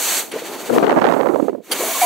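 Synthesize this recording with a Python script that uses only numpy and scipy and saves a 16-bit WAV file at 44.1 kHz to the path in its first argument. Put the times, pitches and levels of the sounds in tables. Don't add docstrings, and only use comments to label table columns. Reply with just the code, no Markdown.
import sys
import numpy as np
from scipy import signal
from scipy.fft import rfft, irfft
from scipy.io import wavfile
from scipy.ndimage import uniform_filter1d, minimum_filter1d

SR = 44100
rng = np.random.default_rng(int(sys.argv[2]) if len(sys.argv) > 2 else 0)


def dump(signal):
    limited = np.clip(np.atleast_2d(signal).T, -1, 1)
    pcm = np.round(limited * 32767).astype(np.int16)
    wavfile.write(sys.argv[1], SR, pcm)


def elevation(decibels):
    levels = np.asarray(decibels, float)
    return 10 ** (levels / 20)


N = 90625
HZ = np.fft.rfftfreq(N, 1 / SR)
T = np.arange(N) / SR

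# start_s, hiss_db, chamber_rumble_db, mid_lift_db
AIR_FLOW = [(0, -25, -45, -0.5), (.12, -20, -38, 1), (.2, -22.5, -40.5, -0.5), (.235, -33, -34.5, -1),
            (.311, -46.5, -56, 3), (.317, -47, -32.5, 23.5), (.4, -42, -31, 9.5), (.66, -38.5, -31.5, 4.5),
            (.76, -45, -30, 10.5), (.81, -50, -36.5, 12), (1.2, -46, -74, -6.5), (1.47, -52, -66, 3.5),
            (1.61, -79.5, -61, 13), (1.645, -50.5, -69, 0.5), (1.705, -45.5, -33, 3.5),
            (1.72, -29, -27, 6.5), (1.85, -23.5, -30.5, -4), (2.055, -20.5, -47, -3.5)]
# frequency_hz, level_db (per Hz)
JET_COLOUR = [(120, -72), (200, -17), (659, -5.5), (722, -6), (7970, -9), (16000, -9.5)]


def unit(x):
    return x / np.sqrt(np.mean(x ** 2))


def noise():
    return rng.standard_normal(N)


def slope(table):
    f, v = np.array(table, float).T
    return np.interp(np.log(HZ + 1), np.log(f), v)


def bumps(table, lift_db=0):
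    return sum((lift_db + db) / (1 + (2 * (HZ - f) / width_hz) ** 2) for f, width_hz, db in table)


def colour(x, db):
    return irfft(rfft(x) * elevation(db), N)


def split(x, hz):
    upper = 1 / (1 + (hz / (HZ + 1)) ** 6)
    return irfft(rfft(x) * (1 - upper), N), irfft(rfft(x) * upper, N)


def curve(table, column):
    rows = np.array(table, float)
    return np.interp(T, rows[:, 0], rows[:, column])


def walk(rate_hz):
    hold = int(SR / rate_hz)
    stairs = np.repeat(rng.standard_normal(N // hold + 1), hold)
    return unit(uniform_filter1d(uniform_filter1d(stairs, hold), hold)[:N])


def gate(start_s, length_s, edge_s):
    rise = np.clip((T - start_s) / edge_s, 0, 1)
    fall = np.clip((start_s + length_s - T) / edge_s + 1, 0, 1)
    return rise * fall


def ports():
    # frequency_hz, correlation
    likeness = [(100, 1), (1000, .95), (2200, 0.84), (4500, 0.64)]
    # frequency_hz, left_minus_right_db
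    balance = [(100, 2), (5000, -2.5), (14000, 1)]
    alike = np.clip(slope(likeness), 0, .999)
    mid = rfft(noise()) * np.sqrt((1 + alike) / 2)
    side = rfft(noise()) * np.sqrt((1 - alike) / 2)
    lean = elevation(slope(balance) / 2)
    return np.array([irfft((mid + side) * lean, N), irfft((mid - side) / lean, N)])


def hiss():
    # centre_hz, width_hz, level_db
    hole_early = [(2280, 83, -3.5), (4440, 170, -0.5), (6360, 970, -4), (8030, 1900, -3),
                  (11500, 400, -3.5), (13500, 520, -5)]
    hole_late = [(2230, 270, -2.5), (6750, 180, -3.5)]
    # centre_hz, width_hz, level_db
    housing_dips = [(5150, 500, -13), (9600, 500, -10), (12900, 400, -8)]
    air = ports()
    base_db = slope(JET_COLOUR) + bumps(housing_dips)
    early_air = unit(colour(air, base_db + bumps(hole_early, lift_db=8.0)))
    late_air = unit(colour(air, base_db + bumps(hole_late, lift_db=9.0)))
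    late = np.clip((T - 1) / 1.2, 0, 1)
    spectrum = rfft((1 - late) * early_air + late * late_air)

    flutter_db = 3 * np.cos(2 * np.pi * 14.35 * (T - 0.467)) * gate(0.33, 0.43, 0.016)
    swell_db = .3 * walk(17)
    out = 0
    for octave in np.arange(6, 15):
        share = np.clip(1 - abs(np.log2(HZ + 1) - octave), 0, 1)
        lift_db = curve(AIR_FLOW, 3) * np.exp(-((octave - 11.2) / 1.15) ** 2)
        out = out + irfft(spectrum * share, N) * elevation(lift_db + swell_db + walk(25))
    return out * elevation(curve(AIR_FLOW, 1) + flutter_db + 3.0)


def chamber():
    # frequency_hz, level_db (per Hz)
    chamber_colour = [(60, -40), (250, -3.5), (350, 1), (600, -5), (1000, -8), (2000, -18), (5000, -25)]
    return unit(colour(ports(), slope(chamber_colour))) * elevation(curve(AIR_FLOW, 2) + 3.1 * walk(40.67))


def valve():
    # start_s, level_db, length_s, ring_hz
    slaps = [
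        (0.315, -29.5, 0.01, 2960),
        (1.713, -14, 0.022, 3140),
        (2.012, -22, 0.068, 2310),
    ]
    # centre_hz, width_hz, level_db
    slap_ring = [(4560, 110, 2), (8750, 200, -7), (10080, 1800, -4)]
    out = 0
    for start_s, db, length_s, ring_hz in slaps:
        ring_db = bumps([(ring_hz, 400, 0)] + slap_ring, lift_db=19.0)
        spit = unit(colour(ports(), slope(JET_COLOUR) + ring_db))
        fade_db = -5.5 * np.clip((T - start_s) / length_s, 0, 2)
        out = out + elevation(db) * spit * gate(start_s, length_s, 0.0028) * elevation(fade_db)
    return out


def boards():
    # start_s, level_db, pitch_hz
    knocks = [(0.338, -14.5, 433), (0.352, -27, 463), (0.359, -12.5, 468), (.366, -20, 624),
              (.419, -19.5, 485), (.492, -22, 420), (1.723, -16.5, 503), (1.805, -12, 502),
              (1.813, -19, 1040), (1.823, -15, 416), (1.835, -11.5, 646)]
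    t60_s, rise_s = 0.046, 0.00086
    out = 0
    for start_s, db, pitch_hz in knocks:
        age = np.clip(T - start_s, 0, None)
        envelope = elevation(db - 60 * age / t60_s) * (1 - np.exp(-age / rise_s))
        out = out + envelope * np.sin(2 * np.pi * pitch_hz * age)
    return out * np.array([[1.06], [.94]])


def steady(x, size):
    envelope = np.sqrt(uniform_filter1d(uniform_filter1d(x ** 2, size), size) + 1e-12)
    return unit(x / envelope ** 0.64)


def wind(flow, eddies, snaps):
    # frequency_hz, level_db (per Hz)
    buffet_colour = [(80, -12.5), (170, -8), (280, 2.5), (450, 0.5), (700, -0.5), (1100, -14.5),
                     (2500, -70)]
    crackle_colour = [(400, -42), (800, 0), (1300, -3.5), (2000, -8.5), (3500, -24), (6000, -32.5),
                      (15000, -57)]
    snap_colour = [(700, -24), (1300, 3.5), (3500, -17.5), (6000, -31.5), (15000, -58)]
    band_trims = [-14, -10.5, -5.5, -17.5]
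    trims_db = np.array(band_trims)[:, None]
    treble_shares = np.array([0, 0.44, 0.53, 1])[:, None]
    widths_s = np.array([0.0046, 0.0046, 0.0027, 0.0027])[:, None]

    kick_size = elevation(3.5 * rng.exponential(size=N)) * rng.standard_normal(N)
    struck = rng.random(N) < 900 / SR
    kicks = unit(struck * kick_size + 0.16 * noise())

    power = elevation(2 * (curve(flow, 1) + 3.3 * walk(160) + treble_shares * curve(flow, 2)))
    swirl = 0
    phase = 2 * np.pi * rng.random() + .8 * walk(150)
    for s, db, treble_db, swirl_hz in eddies:
        age = np.where(T < s, (T - s) / 0.5, T - s)
        band_db = db + trims_db + treble_shares * treble_db
        power = power + elevation(2 * band_db) * np.exp(-(age / widths_s) ** 2)
        swirl = swirl + elevation(db - 3) * np.exp(-(age / 0.0045) ** 2) * np.sin(2 * np.pi * swirl_hz * T + phase)
    snap_gain = sum(elevation(db + 0.5) * np.exp(-((T - s) / 0.0017) ** 2) for s, db in snaps)

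    buffet = steady(colour(0.37 * kicks + noise(), slope(buffet_colour)), size=300)
    thud, body = split(buffet, 566)
    mid, crackle = split(colour(kicks, slope(crackle_colour)), 1380)
    thud_gain, body_gain, mid_gain, crackle_gain = np.sqrt(power)
    out = thud * thud_gain + elevation(6.0) * body * body_gain
    out = out + elevation(-1) * steady(mid, size=200) * mid_gain
    out = out + elevation(-4) * steady(crackle, size=120) * crackle_gain
    return out + swirl + snap_gain * steady(colour(noise(), slope(snap_colour)), size=60)


def hoots():
    # start_s, length_s, level_db, start_hz, end_hz
    hoot_events = [
        (1.883, 0.042, -31.5, 660, 672),
        (1.948, 0.026, -26.5, 1128, 1072),
        (2.015, 0.035, -12, 782, 706.5),
        (2.024, .04, -24, 973, 982),
    ]
    out = 0
    for start_s, length_s, db, from_hz, to_hz in hoot_events:
        glide = np.clip((T - start_s) / length_s * 2, 0, 1)
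        pitch_hz = (from_hz + (to_hz - from_hz) * glide) * (1 + .005 * walk(120))
        envelope = elevation(db + .6 * walk(90)) * gate(start_s, length_s, .003)
        out = out + np.sqrt(2) * envelope * np.sin(2 * np.pi * np.cumsum(pitch_hz) / SR)
    return out


def scene():
    # start_s, level_db, treble_share_db
    wind_left = [(.68, -40, -17), (.7, -10.5, -55), (.86, -17.5, -9.5), (.96, -18.5, -28), (1.08, -23, -50),
                 (1.15, -37, -71), (1.3, -53, -63), (1.6, -44.5, -53), (1.68, -54, -34)]
    wind_right = [(.66, -38, -36), (.72, -20, -55), (.88, -21.5, -39), (.97, -15, -14.5), (1.14, -14, -15),
                  (1.28, -17, -20.5), (1.46, -17.5, -47.5), (1.58, -28, -84), (1.66, -49, -45)]
    # peak_s, level_db, treble_share_db, swirl_hz
    eddies_left = [(0.703, -3.5, -16, 440), (0.724, -16, -28, 304), (0.732, -2.5, -26, 460),
                   (0.747, -22, -31, 304), (0.764, -1, -16, 447), (0.78, 4, -26, 438.5),
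                   (0.827, -2.5, -20, 422.4), (0.843, -0.5, -19, 392.7), (0.876, -5, -29, 434),
                   (0.89, -6, -27, 360), (0.902, -16, -24, 566), (0.913, -8, -27, 391.5),
                   (0.926, -8, -25, 425), (0.941, -6, -22, 290), (0.968, -11, -36, 555),
                   (0.977, -3.5, -27, 609.6), (1.038, -15, -29, 420), (1.052, 2, -35, 446.4),
                   (1.066, -11, -28, 438), (1.074, -19, -26, 314), (1.092, -12, -29, 375),
                   (1.109, -13, -45, 322), (1.132, -22, -36, 346), (1.159, -23, -22, 280),
                   (1.252, -18, -23, 573), (1.371, -17, -37, 368), (1.505, -17.5, -41, 450)]
    eddies_right = [(0.696, -20, -20, 379), (0.709, -25, -23, 304), (0.727, -21, -33, 302),
                    (0.756, -9, -28, 740), (0.779, -2.5, -26, 338.8), (0.798, -23, -40, 268),
                    (0.813, -10, -32, 261), (0.829, -2.5, -35, 261.3), (0.837, -2, -18, 670),
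                    (0.871, -11, -14, 428), (0.896, -6.5, 7, 880), (0.915, -3.5, -10, 639),
                    (0.927, -6.5, -4, 549), (0.949, -6, -21, 433), (0.963, -9, -23, 528),
                    (0.973, 0, -27, 690), (1.022, -2.5, -6, 746), (1.044, -2.5, -10, 780),
                    (1.076, -7, -15, 823), (1.084, -6, -19, 308.2), (1.101, -7, -31, 316.7),
                    (1.125, -3, -9, 359), (1.138, -4, -17, 600), (1.166, -7, -20, 559),
                    (1.194, -7, -24, 543), (1.211, -2.5, -16, 501), (1.234, -6, -16, 531),
                    (1.248, -4, -31, 527), (1.261, -7.5, -2, 540), (1.271, -3, -8, 460.4),
                    (1.297, -2, -17, 299.6), (1.31, -10, -17, 340), (1.328, -16, -33, 420),
                    (1.346, -2.5, -27, 537.5), (1.36, -2.5, -11, 535.6), (1.4, -7, -5.5, 564),
                    (1.427, 1, -55, 334.8), (1.452, -13, -31, 443), (1.484, -2, -17.5, 460),
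                    (1.496, -3, -32, 380), (1.531, -11.5, -27, 315.6), (1.551, -10, -29, 520),
                    (1.583, -18, -50, 340), (1.605, -26, -40, 510)]
    # peak_s, level_db
    snaps_left = [(0.699, -20.5), (0.728, -24), (0.762, -24), (0.774, -32), (0.784, -5.5), (0.83, -14.5),
                  (0.845, -14), (0.868, -14), (0.882, -23), (0.9, -29), (0.908, -13), (0.941, -24),
                  (0.974, -28)]
    snaps_right = [(0.837, -20), (0.896, -13), (0.92, -15), (0.928, -18), (0.976, -31), (0.98, -25),
                   (0.999, -20), (1.017, -14.5), (1.027, -16.5), (1.043, -12), (1.052, -14.5),
                   (1.058, -13.5), (1.068, -15), (1.076, -20), (1.089, -15), (1.098, -23), (1.115, -16),
                   (1.124, -16.5), (1.134, -25), (1.139, -18), (1.156, -35), (1.212, -18.5), (1.233, -29),
                   (1.259, -27), (1.27, -23), (1.288, -23), (1.347, -29), (1.359, -27.5), (1.426, -32.5),
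                   (1.496, -30)]
    left = wind(wind_left, eddies_left, snaps_left)
    right = wind(wind_right, eddies_right, snaps_right)
    return hiss() + chamber() + valve() + boards() + np.array([left, right]) + hoots()


def top_cut(x):
    return signal.sosfilt(signal.butter(12, 17060, fs=SR, output="sos"), x)


def record(dry):
    x = signal.sosfilt(signal.butter(3, 152.5, "high", fs=SR, output="sos"), dry)
    duck = minimum_filter1d(1 / np.maximum(abs(x), 1), size=161)
    x = x * uniform_filter1d(duck, size=80)
    x = signal.sosfilt(signal.ellip(12, .2, 70, 15720, fs=SR, output="sos"), x)
    return top_cut(np.clip(x, -1, 1))


dry = scene()
out = record(dry)
dump(out)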